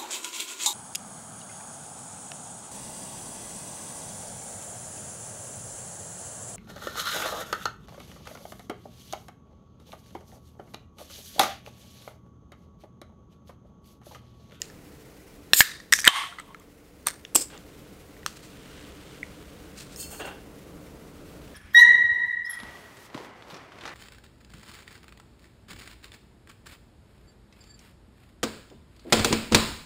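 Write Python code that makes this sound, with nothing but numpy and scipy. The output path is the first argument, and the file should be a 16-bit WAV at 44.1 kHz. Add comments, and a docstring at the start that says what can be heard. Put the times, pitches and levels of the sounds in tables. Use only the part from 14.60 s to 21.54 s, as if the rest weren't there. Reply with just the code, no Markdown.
"""A drink can is opened close to a small microphone in a quiet room: room tone and hiss run throughout.
A few faint clicks and a brush of cloth, then the tab cracks the lid in bursts of struck, ringing modes.
Gas, shaped noise, leaks, seeps and vents, with a neck hum and rising bubble notes. A short spurt follows,
then a hollow knock leading straight into a second spurt; a hand's grip and rustling cloth come next, all
noise; late on, fingers slide and the wall sings in wavering sines. Loud cracks duck and overload the input."""
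import sys
import numpy as np
from scipy import signal
from scipy.fft import rfft, irfft, next_fast_len
from scipy.io import wavfile
from scipy.ndimage import uniform_filter1d

SR = 44100
rng = np.random.default_rng(int(sys.argv[2]) if len(sys.argv) > 2 else 0)


def output_pcm(signal):
    """Save a mono or channel-first signal as 16-bit PCM at the path in sys.argv[1].

    Samples are clipped to [-1, 1] before scaling.
    """
    pcm = np.clip(np.atleast_2d(signal).T, -1, 1) * 32767
    wavfile.write(sys.argv[1], SR, np.round(pcm).astype(np.int16))


N = 306054

# All levels apply ahead of the gain control and the input overload.
# Colours give the level per Hz, up to an overall gain; peaks are resonances lifted above the colour.
# Swells: t is when full level is reached.

# Room tone, growing a little louder: t/s, level/dB
ROOM_LEVEL = [(0.0, -49.5), (2.9, -49), (5.2, -47), (6.94, -45.5)]
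# Room tone colour: f/Hz, level/dB
ROOM_COLOUR = [(15, -43.5), (25, -4), (60, 0.5), (107, -4.5), (134, -2.5), (182, -2.5), (253, -5),
               (295, 1.5), (344, -6), (437, -2.5), (838, -16.5), (1500, -18), (1950, -46), (3300, -120)]
# Room tone resonances: f/Hz, width/Hz, lift/dB
ROOM_PEAKS = [(72, 23, 4), (140, 12, 5), (183, 9, 5.5), (217, 14, 3), (289, 17, 2), (450, 11, 2.5)]
# Microphone hiss colour: f/Hz, level/dB
MIC_COLOUR = [(410, -35), (700, -8), (1050, -19.5), (1970, -8), (3360, -14.5), (4590, -15), (5040, -15.5),
              (15900, -20)]
MIC_HISS_DB = -57.5

# Clicks of tab, lid and fingers: t/s, then blow level/dB on lid, rim, tab, score line
CLICKS = [(0.018, -33.5, -22, -18, -29.5), (0.0997, -41, -51, -46, -59), (0.9339, -12.5, -0.5, -10, -6.5),
          (1.006, 4, 3, -8, -12.5), (1.0163, -8.5, -16, -30.5, -31), (1.201, -27.5, -44, -35, -56),
          (1.3239, -10, -12.5, -17, -7.5), (1.327, -1, -20, -2.5, -7.5), (1.3355, -5.5, -8.5, 1.5, -5.5),
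          (1.389, -15, -27, -17, -28.5), (1.433, -22, -32.5, -28, -42), (1.4438, -15, -27.5, -21, -26),
          (1.451, -13, -28.5, -16.5, -13), (1.4591, -14.5, -34, -32, -18), (1.4628, -8, -22.5, -19, -21),
          (1.469, -3, -17, -18, -22.5), (1.4746, 1, -17, -14.5, -24), (1.477, 6, 7.5, -2.5, 2),
          (1.7861, -19, -46, -54, -52), (1.7987, -17, -60, -53, -29), (1.9459, -30, -40, -43, -46.5),
          (1.9986, -47, -51, -39.5, -45), (2.4647, -43, -31.5, -46, -34), (2.4697, -16, -18, -13, -6),
          (2.4842, -23, -28, -21.5, -18.5), (2.65, -32.5, -25, -37.5, -50),
          (2.7482, -38, -31.5, -25.5, -17), (2.753, -38.5, -24, -24.5, -9),
          (2.7562, -45.5, -18.5, -12.5, -10), (2.759, -38, -35, -18.5, -9), (2.761, -38, -15.5, -13.5, -2),
          (2.977, -50, -46, -47, -48), (3.5665, -40, -65, -67, -62.5), (3.6313, -43, -50, -70, -62),
          (3.6623, -26.5, -20, -20, -24), (4.63, -21, -59, -63, -66), (5.3608, -52, -56, -28, -36),
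          (5.4285, -70, -41, -49, -43)]
# Blows on the side that set the hollow body ringing: t/s, blow level/dB
SIDE_BLOWS = [(1.469, -17.5), (1.477, -11.5), (2.4706, -22.5), (2.4845, -34), (2.7566, -25.5),
              (3.6624, -28.5)]
# Ringing modes of the can: part (0-7), f/Hz, level/dB, t60/s before the hand damps it
CAN_MODES = [(0, 290, -7, 0.029), (1, 1130, 8, 0.0076), (2, 1827, -2, 0.017), (2, 2154, -6, 0.013),
             (3, 2602, 4, 0.01), (4, 3397, 0.5, 0.008), (4, 4032, -3, 0.012), (5, 5136, -5, 0.013),
             (5, 5850, -5, .012), (5, 6670, -7, 0.011), (6, 6810, -17.5, 0.0087), (6, 7970, 2, 0.0091),
             (6, 9250, -6, .008), (7, 10390, -14, .005), (7, 12360, -3.5, .006), (7, 12910, -7, 0.0033),
             (7, 14400, -13, .005)]
# Reach of a blow; rows: struck on lid, rim, tab, score line, side;
# columns: level/dB at thump, body, lid, rim, wall, tab, score line, tear
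REACH = [(-42.5, -25, 0.5, -34.5, -25.5, -30, -30, -29), (-36, -44.5, -41, -8, 0, -24.5, -29.5, -32),
         (-39, -40.5, -39.5, -24, -27, 1, -24, -20), (-29.5, -40, -40, -24.5, -30, -25, -1.5, -1),
         (-15.5, 0, -30, -30, -40, -39.5, -40, -40)]
RING_SHARE = 0.98   # the hand shortens every ring to this share of its t60

# Brushing cloth, swells: t/s, level/dB, rise/s, hold/s, fall/(dB/s)
BRUSH_SWELLS = [(0.03, -47.5, 0.017, 0.0045, 250), (3.67, -43.5, 0.011, .002, 210),
                (3.765, -52.5, 0.045, .002, 300), (3.835, -51, .04, 0.0017, 200),
                (5.175, -45, 0.042, 0.028, 190), (5.33, -49, .1, 0.0017, 348)]
# Brushing cloth colour: f/Hz, level/dB
BRUSH_COLOUR = [(600, -28), (1300, -2), (2500, -4), (4500, 1.5), (5500, -2), (8500, -1), (10000, -10),
                (15500, -15)]

# Gas leak at the rivet, swells: t/s, level/dB, rise/s, hold/s, fall/(dB/s)
LEAK_SWELLS = [(.94, -21.5, .005, .005, 600), (.968, -18.5, .03, 0.023, 795), (.992, -15, .04, 0.02, 800),
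               (1.035, -32.5, .02, .01, 300)]
# Leak colour: f/Hz, level/dB
LEAK_COLOUR = [(470, -57), (800, -28.5), (1920, -12), (3010, -8), (5290, -2), (5920, -15), (6880, 3.5),
               (10500, -8), (13700, 1), (15900, -9)]
# Leak resonances: f/Hz, width/Hz, lift/dB
LEAK_PEAKS = [(7100, 360, 1.2), (8400, 400, 6.2), (11600, 500, 6), (13800, 650, 3)]

# Ringing headspace, swells: t/s, level/dB, rise/s, hold/s, fall/(dB/s)
HEADSPACE_SWELLS = [(1.02, -30.5, .02, 0.049, 140)]
# Headspace colour: f/Hz, level/dB
HEADSPACE_COLOUR = [(410, -56), (700, -20.5), (1750, -0.5), (2910, -12.5), (3930, -2.5), (4540, -8.5),
                    (8950, -14), (15900, -33)]
# Headspace resonances: f/Hz, width/Hz, lift/dB
HEADSPACE_PEAKS = [(1784, 490, 5), (3700, 300, 5.9), (4800, 330, 8.4), (6260, 300, 3.6), (8800, 300, 3.3)]

# Gas seeping at the score line, swells: t/s, level/dB, rise/s, hold/s, fall/(dB/s)
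SEEP_SWELLS = [(1.34, -21, 0.024, 0.0018, 300), (1.4, -29.5, .08, .005, 447), (1.47, -31.5, .08, .005, 450)]
# Seep colour: f/Hz, level/dB
SEEP_COLOUR = [(410, -76.5), (700, -33.5), (1790, -14), (2490, -16), (4300, -11.5), (5660, -4),
               (13100, -16.5), (15900, -28.5)]
# Seep resonances: f/Hz, width/Hz, lift/dB
SEEP_PEAKS = [(1800, 300, 8), (5760, 670, 5.5), (9040, 400, 3)]

# Gas venting through the open hole, swells: t/s, level/dB, rise/s, hold/s, fall/(dB/s)
VENT_SWELLS = [(1.484, -20.5, 0.0072, 0.087, 140), (1.79, -41, 0.023, .005, 450),
               (1.85, -58, 0.047, 0.069, 80)]
# Vent colour: f/Hz, level/dB
VENT_COLOUR = [(400, -45.5), (750, -17), (1300, -11.5), (2400, -12), (3600, -10.5), (5000, -21),
               (8000, -24.5), (10500, -27), (14100, -35), (15900, -49.5)]
# Vent resonances: f/Hz, width/Hz, lift/dB
VENT_PEAKS = [(700, 70, 6.7), (1760, 150, 4), (2050, 250, 8.4), (3140, 380, 7.9), (6400, 240, 4),
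              (8700, 840, 8)]

# Bubbles bursting in the opening: t/s, level/dB, starting pitch f/Hz, t60/s
BUBBLES = [(1.487, -8, 1070, 0.026), (1.638, -17.5, 1230, 0.021), (1.66, -37, 885, .03),
           (1.69, -40, 690, 0.18), (1.725, -28.5, 1340, 0.035), (1.785, -25, 1240, 0.028),
           (1.801, -25.5, 1270, 0.022), (1.89, -39.5, 1020, 0.055), (1.947, -29.5, 1270, 0.029),
           (2.004, -46, 1144, 0.035), (2.015, -47, 2030, 0.028)]

# Air humming in the opening, swells: t/s, level/dB, rise/s, hold/s, fall/(dB/s)
NECK_SWELLS = [(1.488, -25.5, 0.011, 0.1, 200), (1.72, -48.5, .05, .02, 85), (1.9, -51, 0.13, .005, 130),
               (2.0, -64, .1, 0.032, 232)]
# Neck hum colour: f/Hz, level/dB
NECK_COLOUR = [(500, -52.5), (900, -2), (1090, -1.5), (1350, -12), (2200, -43)]

# First short gas spurt, swells: t/s, level/dB, rise/s, hold/s, fall/(dB/s)
PUFF_SWELLS = [(2.475, -24, 0.025, 0.0013, 516), (2.5, -44, 0.018, 0.0101, 200)]
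# First spurt colour: f/Hz, level/dB
PUFF_COLOUR = [(290, -42), (500, -6), (2100, -3), (2570, -10), (4200, -6.5), (5370, -7), (8910, -8),
               (15900, -20)]
# First spurt resonances: f/Hz, width/Hz, lift/dB
PUFF_PEAKS = [(1600, 500, 6.1), (4400, 258, 6.1), (8790, 1200, 2.9)]

# Can knocking hollowly in the hand, swells: t/s, level/dB, rise/s, hold/s, fall/(dB/s)
KNOCK_SWELLS = [(2.754, -29.5, 0.0086, 0.0051, 586), (2.785, -41, .03, 0.018, 700)]
# Knock colour: f/Hz, level/dB
KNOCK_COLOUR = [(120, -45), (240, -8.5), (310, 3), (480, -5.5), (750, -14.5), (1300, -40)]

# Second short gas spurt, swells: t/s, level/dB, rise/s, hold/s, fall/(dB/s)
SPURT_SWELLS = [(2.765, -22.5, 0.02, 0.0029, 294), (2.815, -29, .05, 0.0075, 650),
                (2.84, -45.5, .05, .005, 240)]
# Second spurt colour: f/Hz, level/dB
SPURT_COLOUR = [(150, -30), (300, -16), (600, -13), (900, -17), (3000, -17), (4000, -14.5), (5100, -6.5),
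                (6300, -13), (8000, 1), (10500, -16), (15900, -19)]
# Second spurt resonances: f/Hz, width/Hz, lift/dB
SPURT_PEAKS = [(2700, 310, 3.4), (5153, 300, 4.6), (7580, 750, 3.6), (9600, 540, 2.7)]

# Clothing rustling as the arm moves: t/s, level/dB
RUSTLE_LEVEL = [(2.9, -49.5), (3.02, -62.5), (3.6, -65), (3.85, -58.5), (4.2, -51.5), (4.33, -55.5),
                (4.55, -53), (4.7, -56), (5.1, -59), (5.35, -57), (5.8, -66.5), (6.8, -61.5), (6.94, -58)]
# Rustle colour: f/Hz, level/dB
RUSTLE_COLOUR = [(400, -20), (900, -4), (1500, -0.5), (2200, -3.5), (3500, -3), (5500, -11), (9000, -11),
                 (11000, -27), (15900, -36)]

# Skin gripping the wall, swells: t/s, level/dB, rise/s, hold/s, fall/(dB/s)
GRIP_SWELLS = [(2.93, -46, .025, 0.033, 450), (5.52, -46.5, .05, 0.033, 370), (5.6, -35, 0.017, 0.013, 110),
               (5.67, -42, 0.063, 0.012, 201), (5.76, -63, 0.079, 0.0043, 120)]
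# Grip colour: f/Hz, level/dB
GRIP_COLOUR = [(150, -32), (250, -1), (806, -4), (884, -7), (1570, -16), (2490, -14), (2740, -10),
               (6000, -33), (7800, -60), (13200, -120)]
# Grip resonances: f/Hz, width/Hz, lift/dB
GRIP_PEAKS = [(817, 28, 9.2), (1530, 390, 12), (2757, 52, 10.9), (3350, 130, 6.6)]

# Fingers sliding over the metal, swells: t/s, level/dB, rise/s, hold/s, fall/(dB/s)
SLIDE_SWELLS = [(5.37, -44, .03, .02, 100), (5.402, -34.5, .05, .002, 220), (5.515, -41, 0.066, .005, 150),
                (5.6, -46.5, 0.2, .002, 420), (5.66, -47, 0.044, .002, 290)]
# Slide colour: f/Hz, level/dB
SLIDE_COLOUR = [(1500, -28), (2800, -16), (4000, -13), (5700, -7), (6400, -4.5), (8500, -0.5), (9500, -5),
                (14300, -7), (15900, -2.5)]
# Slide resonances: f/Hz, width/Hz, lift/dB
SLIDE_PEAKS = [(6600, 150, 11), (7060, 170, 9.2), (7400, 150, 4.3), (8230, 140, 10.6), (8700, 110, 7.6),
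               (11000, 150, 3.6), (14200, 300, 5)]

# Wall singing under the finger, swells: t/s, level/dB, rise/s, hold/s, fall/(dB/s)
SING_SWELLS = [(5.4, -44, .055, 0.035, 320), (5.53, -52.5, 0.22, .005, 120), (5.62, -60, .1, 0.034, 360)]
# Modes of the singing wall: f/Hz, level/dB
SING_MODES = [(2685, -10), (3090, -11), (4385, -0.5), (4900, -11), (5210, -7), (6380, -6.5), (6920, -11),
              (8390, -10)]

RISE_DB = 40   # a swell climbs this far during its rise time
ECHO_DB, ECHO_T60_S = -21, 0.26
# Gain control: ducks by a share of the excess, lets go quickly at first, then slowly
DUCK_FROM_DB, DUCK_SHARE, DUCK_ATTACK_S = -5.5, 1.33, 0.013
QUICK_DB_PER_S, SLOW_SHARE, SLOW_DB_PER_S = 200, .35, 4
CLIP_LEVEL, CUTOFF_HZ = 1.0, 15950


def from_db(db):
    """Turn decibels into an amplitude factor."""
    return 10 ** (np.asarray(db) / 20)


def rms_one(x):
    """Bring a signal to rms 1."""
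    return x / np.sqrt(np.mean(x ** 2) + 1e-20)


def envelope(rows):
    """Gain drawn through (t/s, level/dB) points, silent outside them."""
    s, level_db = np.transpose(rows)
    return from_db(np.interp(np.arange(N) / SR, s, level_db, left=-200, right=-200))


def swells(rows):
    """Gain over time: each swell climbs, holds and dies away; overlapping swells add in power."""
    t, power = np.arange(N) / SR, 0
    for s, level_db, rise_s, hold_s, fall in rows:
        climbing = RISE_DB * (s - t) / rise_s
        dying = fall * (t - s - hold_s)
        below_db = np.clip(np.maximum(climbing, dying), 0, 150)
        power = power + from_db(2 * (level_db - below_db))
    return np.sqrt(power)


def drift(rate_hz):
    """Slow chance movement of rms 1: noise through two equal one-pole lowpasses."""
    r = np.exp(-2 * np.pi * rate_hz / SR)
    return rms_one(signal.lfilter([1], [1, -2 * r, r * r], rng.standard_normal(N)))


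def hiss(colour, peaks, rough_db, rough_hz):
    """Noise with a fluttering level, coloured and lifted at its resonances; rms 1."""
    size = next_fast_len(N)
    hz = np.maximum(np.arange(size // 2 + 1) * SR / size, 1)
    colour_hz, colour_db = np.transpose(colour)
    gain = from_db(np.interp(np.log(hz), np.log(colour_hz), colour_db))
    for centre_hz, width_hz, lift_db in peaks:
        gain = gain * from_db(lift_db / (1 + (2 * (hz - centre_hz) / width_hz) ** 2))
    flutter = from_db(rough_db * drift(rough_hz))
    spectrum = rfft(rng.standard_normal(N) * flutter, size)
    return rms_one(irfft(spectrum * gain, size)[:N])


def room_tone():
    """Low, resonant noise of the quiet room, slowly growing."""
    return envelope(ROOM_LEVEL) * hiss(ROOM_COLOUR, ROOM_PEAKS, rough_db=.6, rough_hz=8)


def mic_hiss():
    """Steady bed of coloured microphone noise."""
    return from_db(MIC_HISS_DB) * hiss(MIC_COLOUR, [], rough_db=1.15, rough_hz=30)


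def can_clicks(crunch=0.94, crunch_s=0.00037, spread_db=2.5, detune=0.055):
    """Crunchy blows ring the can's modes; grip and bending shift the modes a little every time."""
    silent = -np.inf
    clicks = [(*row, silent) for row in CLICKS]
    side_blows = [(s, *[silent] * 4, db) for s, db in SIDE_BLOWS]
    blows = np.array(clicks + side_blows)
    part, mode_hz, mode_db, t60 = np.transpose(CAN_MODES)
    t, after = np.arange(SR // 12) / SR, np.arange(SR // 200)
    grit = rng.standard_normal((len(blows), len(after)))
    chance = rng.standard_normal((len(blows), 2, len(CAN_MODES)))
    # power from every struck place adds up at each part, and drives that part's modes
    part_drive = np.sqrt(from_db(2 * blows[:, 1:]) @ from_db(2 * np.array(REACH)))
    mode_drive = part_drive[:, np.round(part).astype(int)]
    decay = from_db(-60 * t / (RING_SHARE * t60)[:, None])
    polarity = (-1) ** np.arange(len(CAN_MODES))
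    out = np.zeros(N + SR)
    for s, drive, noise, (louder, higher) in zip(blows[:, 0], mode_drive, grit, chance):
        blow = crunch * noise * np.exp(-after / (crunch_s * SR)) / np.sqrt(crunch_s * SR)
        blow[0] = 1   # the sharp hit ahead of the crunch
        strength = drive * from_db(mode_db + spread_db * louder) * polarity
        shifted_hz = mode_hz * (1 + detune * higher)
        ring = strength @ (decay * np.sin(2 * np.pi * shifted_hz[:, None] * t))
        sound, at = np.convolve(ring, blow), round(s * SR)
        out[at:at + len(sound)] += sound
    return out[:N]


def cloth_brush():
    """Cloth brushes past in short strokes of bright noise."""
    peaks = [(2570, 310, 8.1), (4230, 440, 2.1)]   # f/Hz, width/Hz, lift/dB
    return swells(BRUSH_SWELLS) * hiss(BRUSH_COLOUR, peaks, rough_db=2.5, rough_hz=121)


def rivet_leak():
    """Gas leaks at the rivet as bright turbulent noise."""
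    return swells(LEAK_SWELLS) * hiss(LEAK_COLOUR, LEAK_PEAKS, rough_db=0.5, rough_hz=300)


def headspace_ring():
    """The headspace rings: turbulent noise lifted at its resonances."""
    noise = hiss(HEADSPACE_COLOUR, HEADSPACE_PEAKS, rough_db=1.5, rough_hz=150)
    return swells(HEADSPACE_SWELLS) * noise


def score_line_seep():
    """Gas seeps at the score line as roughly fluttering turbulence."""
    return swells(SEEP_SWELLS) * hiss(SEEP_COLOUR, SEEP_PEAKS, rough_db=4.0, rough_hz=150)


def open_vent():
    """Gas vents through the open hole as broad turbulent noise."""
    return swells(VENT_SWELLS) * hiss(VENT_COLOUR, VENT_PEAKS, rough_db=0.5, rough_hz=120)


def bubbles(rise=.12):
    """A bubble sings one short, dying note that climbs as it closes."""
    out, t = np.zeros(N), np.arange(SR // 12) / SR
    for s, level_db, hz, t60 in BUBBLES:
        onset = np.minimum(t / 0.0005, 1)
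        note = np.sin(2 * np.pi * hz * t * (1 + rise * t / t60)) * onset
        at = round(s * SR)
        out[at:at + len(t)] += from_db(level_db - 60 * t / t60) * note
    return out


def neck_hum():
    """Air in the opening hums like a bottle neck while gas streams out: noise with one narrow peak."""
    return swells(NECK_SWELLS) * hiss(NECK_COLOUR, [(1116, 70, 10)], rough_db=4.0, rough_hz=60)


def first_spurt():
    """A short gas spurt: turbulence with a very rough level."""
    return swells(PUFF_SWELLS) * hiss(PUFF_COLOUR, PUFF_PEAKS, rough_db=8.5, rough_hz=248.6)


def hollow_knock():
    """The can knocks hollowly in the hand: a short burst of low noise."""
    return swells(KNOCK_SWELLS) * hiss(KNOCK_COLOUR, [], rough_db=0.5, rough_hz=100)


def second_spurt():
    """Another short gas spurt, with smoother turbulence."""
    return swells(SPURT_SWELLS) * hiss(SPURT_COLOUR, SPURT_PEAKS, rough_db=1.5, rough_hz=250)


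def clothing_rustle():
    """Clothing rustles as the arm moves: fluttering noise that follows the drawn level."""
    noise = hiss(RUSTLE_COLOUR, [(2870, 300, 2.2)], rough_db=2.5, rough_hz=200)
    return envelope(RUSTLE_LEVEL) * noise


def hand_grip():
    """Skin grips the thin wall: low rubbing noise with narrow resonances."""
    return swells(GRIP_SWELLS) * hiss(GRIP_COLOUR, GRIP_PEAKS, rough_db=2.0, rough_hz=200)


def finger_slide():
    """Skin slides over the thin wall: bright rubbing noise with narrow resonances."""
    return swells(SLIDE_SWELLS) * hiss(SLIDE_COLOUR, SLIDE_PEAKS, rough_db=0.9, rough_hz=250)


def singing_wall(waver_db=4.0, waver_hz=40, wander_hz=18):
    """Modes kept alive by stick and slip: sines that waver in strength and a little in pitch."""
    song = np.zeros(N)
    for hz, level_db in SING_MODES:
        strength = from_db(level_db + waver_db * drift(waver_hz))
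        pitch_hz = hz + wander_hz * drift(waver_hz)
        song += strength * np.sin(2 * np.pi * np.cumsum(pitch_hz) / SR)
    return swells(SING_SWELLS) * song


def room(x):
    """A dense noise tail builds up after the nearest walls and dies evenly."""
    t = np.arange(SR // 2) / SR
    build_up = np.clip((t - .003) / .012, 0, 1)
    tail = rng.standard_normal(len(t)) * from_db(-60 * t / ECHO_T60_S) * build_up
    tail = signal.lfilter([1], [1, -.3], tail)   # soft furnishings dull it a little
    tail = tail / np.sqrt(np.sum(tail ** 2))
    return from_db(ECHO_DB) * signal.fftconvolve(x, tail)[:N]


def gain_control(x):
    """Loud cracks pull the gain down a moment later; it returns in a quick and a slow stage."""
    power = np.abs(uniform_filter1d(x ** 2, size=88))   # smoothed over 2 ms
    level_db = 10 * np.log10(power + 1e-12)
    duck_db = DUCK_SHARE * np.maximum(level_db - DUCK_FROM_DB, 0)
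    t = np.arange(N) / SR
    # each stage keeps the deepest duck so far, let go at a steady rate
    quick_fall, slow_fall = QUICK_DB_PER_S * t, SLOW_DB_PER_S * t
    quick = np.maximum.accumulate(duck_db + quick_fall, axis=-1) - quick_fall
    slow = np.maximum.accumulate(SLOW_SHARE * duck_db + slow_fall, axis=-1) - slow_fall
    r = np.exp(-1 / (DUCK_ATTACK_S * SR))
    smooth_db = signal.lfilter([(1 - r) ** 2], [1, -2 * r, r * r], np.maximum(quick, slow))
    return x * from_db(-smooth_db)


def scene():
    """Can and gas with their echo, then handling and the noise beds on top without it."""
    near = can_clicks() + bubbles()
    near = near + rivet_leak() + headspace_ring() + score_line_seep() + open_vent() + neck_hum()
    near = near + first_spurt() + second_spurt()
    beds = room_tone() + mic_hiss()
    echo = room(near)
    hand = finger_slide() + singing_wall() + hollow_knock() + hand_grip()
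    cloth = clothing_rustle() + cloth_brush()
    return (near + echo + hand + cloth + beds)[None, :]


def record(dry):
    """The loudest cracks overload the input; the excess shifts its bias, heard as a thump; the top is cut."""
    dry = gain_control(dry)
    excess = np.clip(np.abs(dry) - .8, 0, 1.5)
    thump = signal.sosfilt(signal.butter(1, 500, fs=SR, output="sos"), excess)
    loud = np.clip(dry, -CLIP_LEVEL, CLIP_LEVEL) + .15 * thump
    top_cut = signal.cheby2(22, 40, CUTOFF_HZ, fs=SR, output="sos")
    return np.clip(signal.sosfilt(top_cut, loud), -CLIP_LEVEL, CLIP_LEVEL)


dry = scene()
out = record(dry)
output_pcm(out)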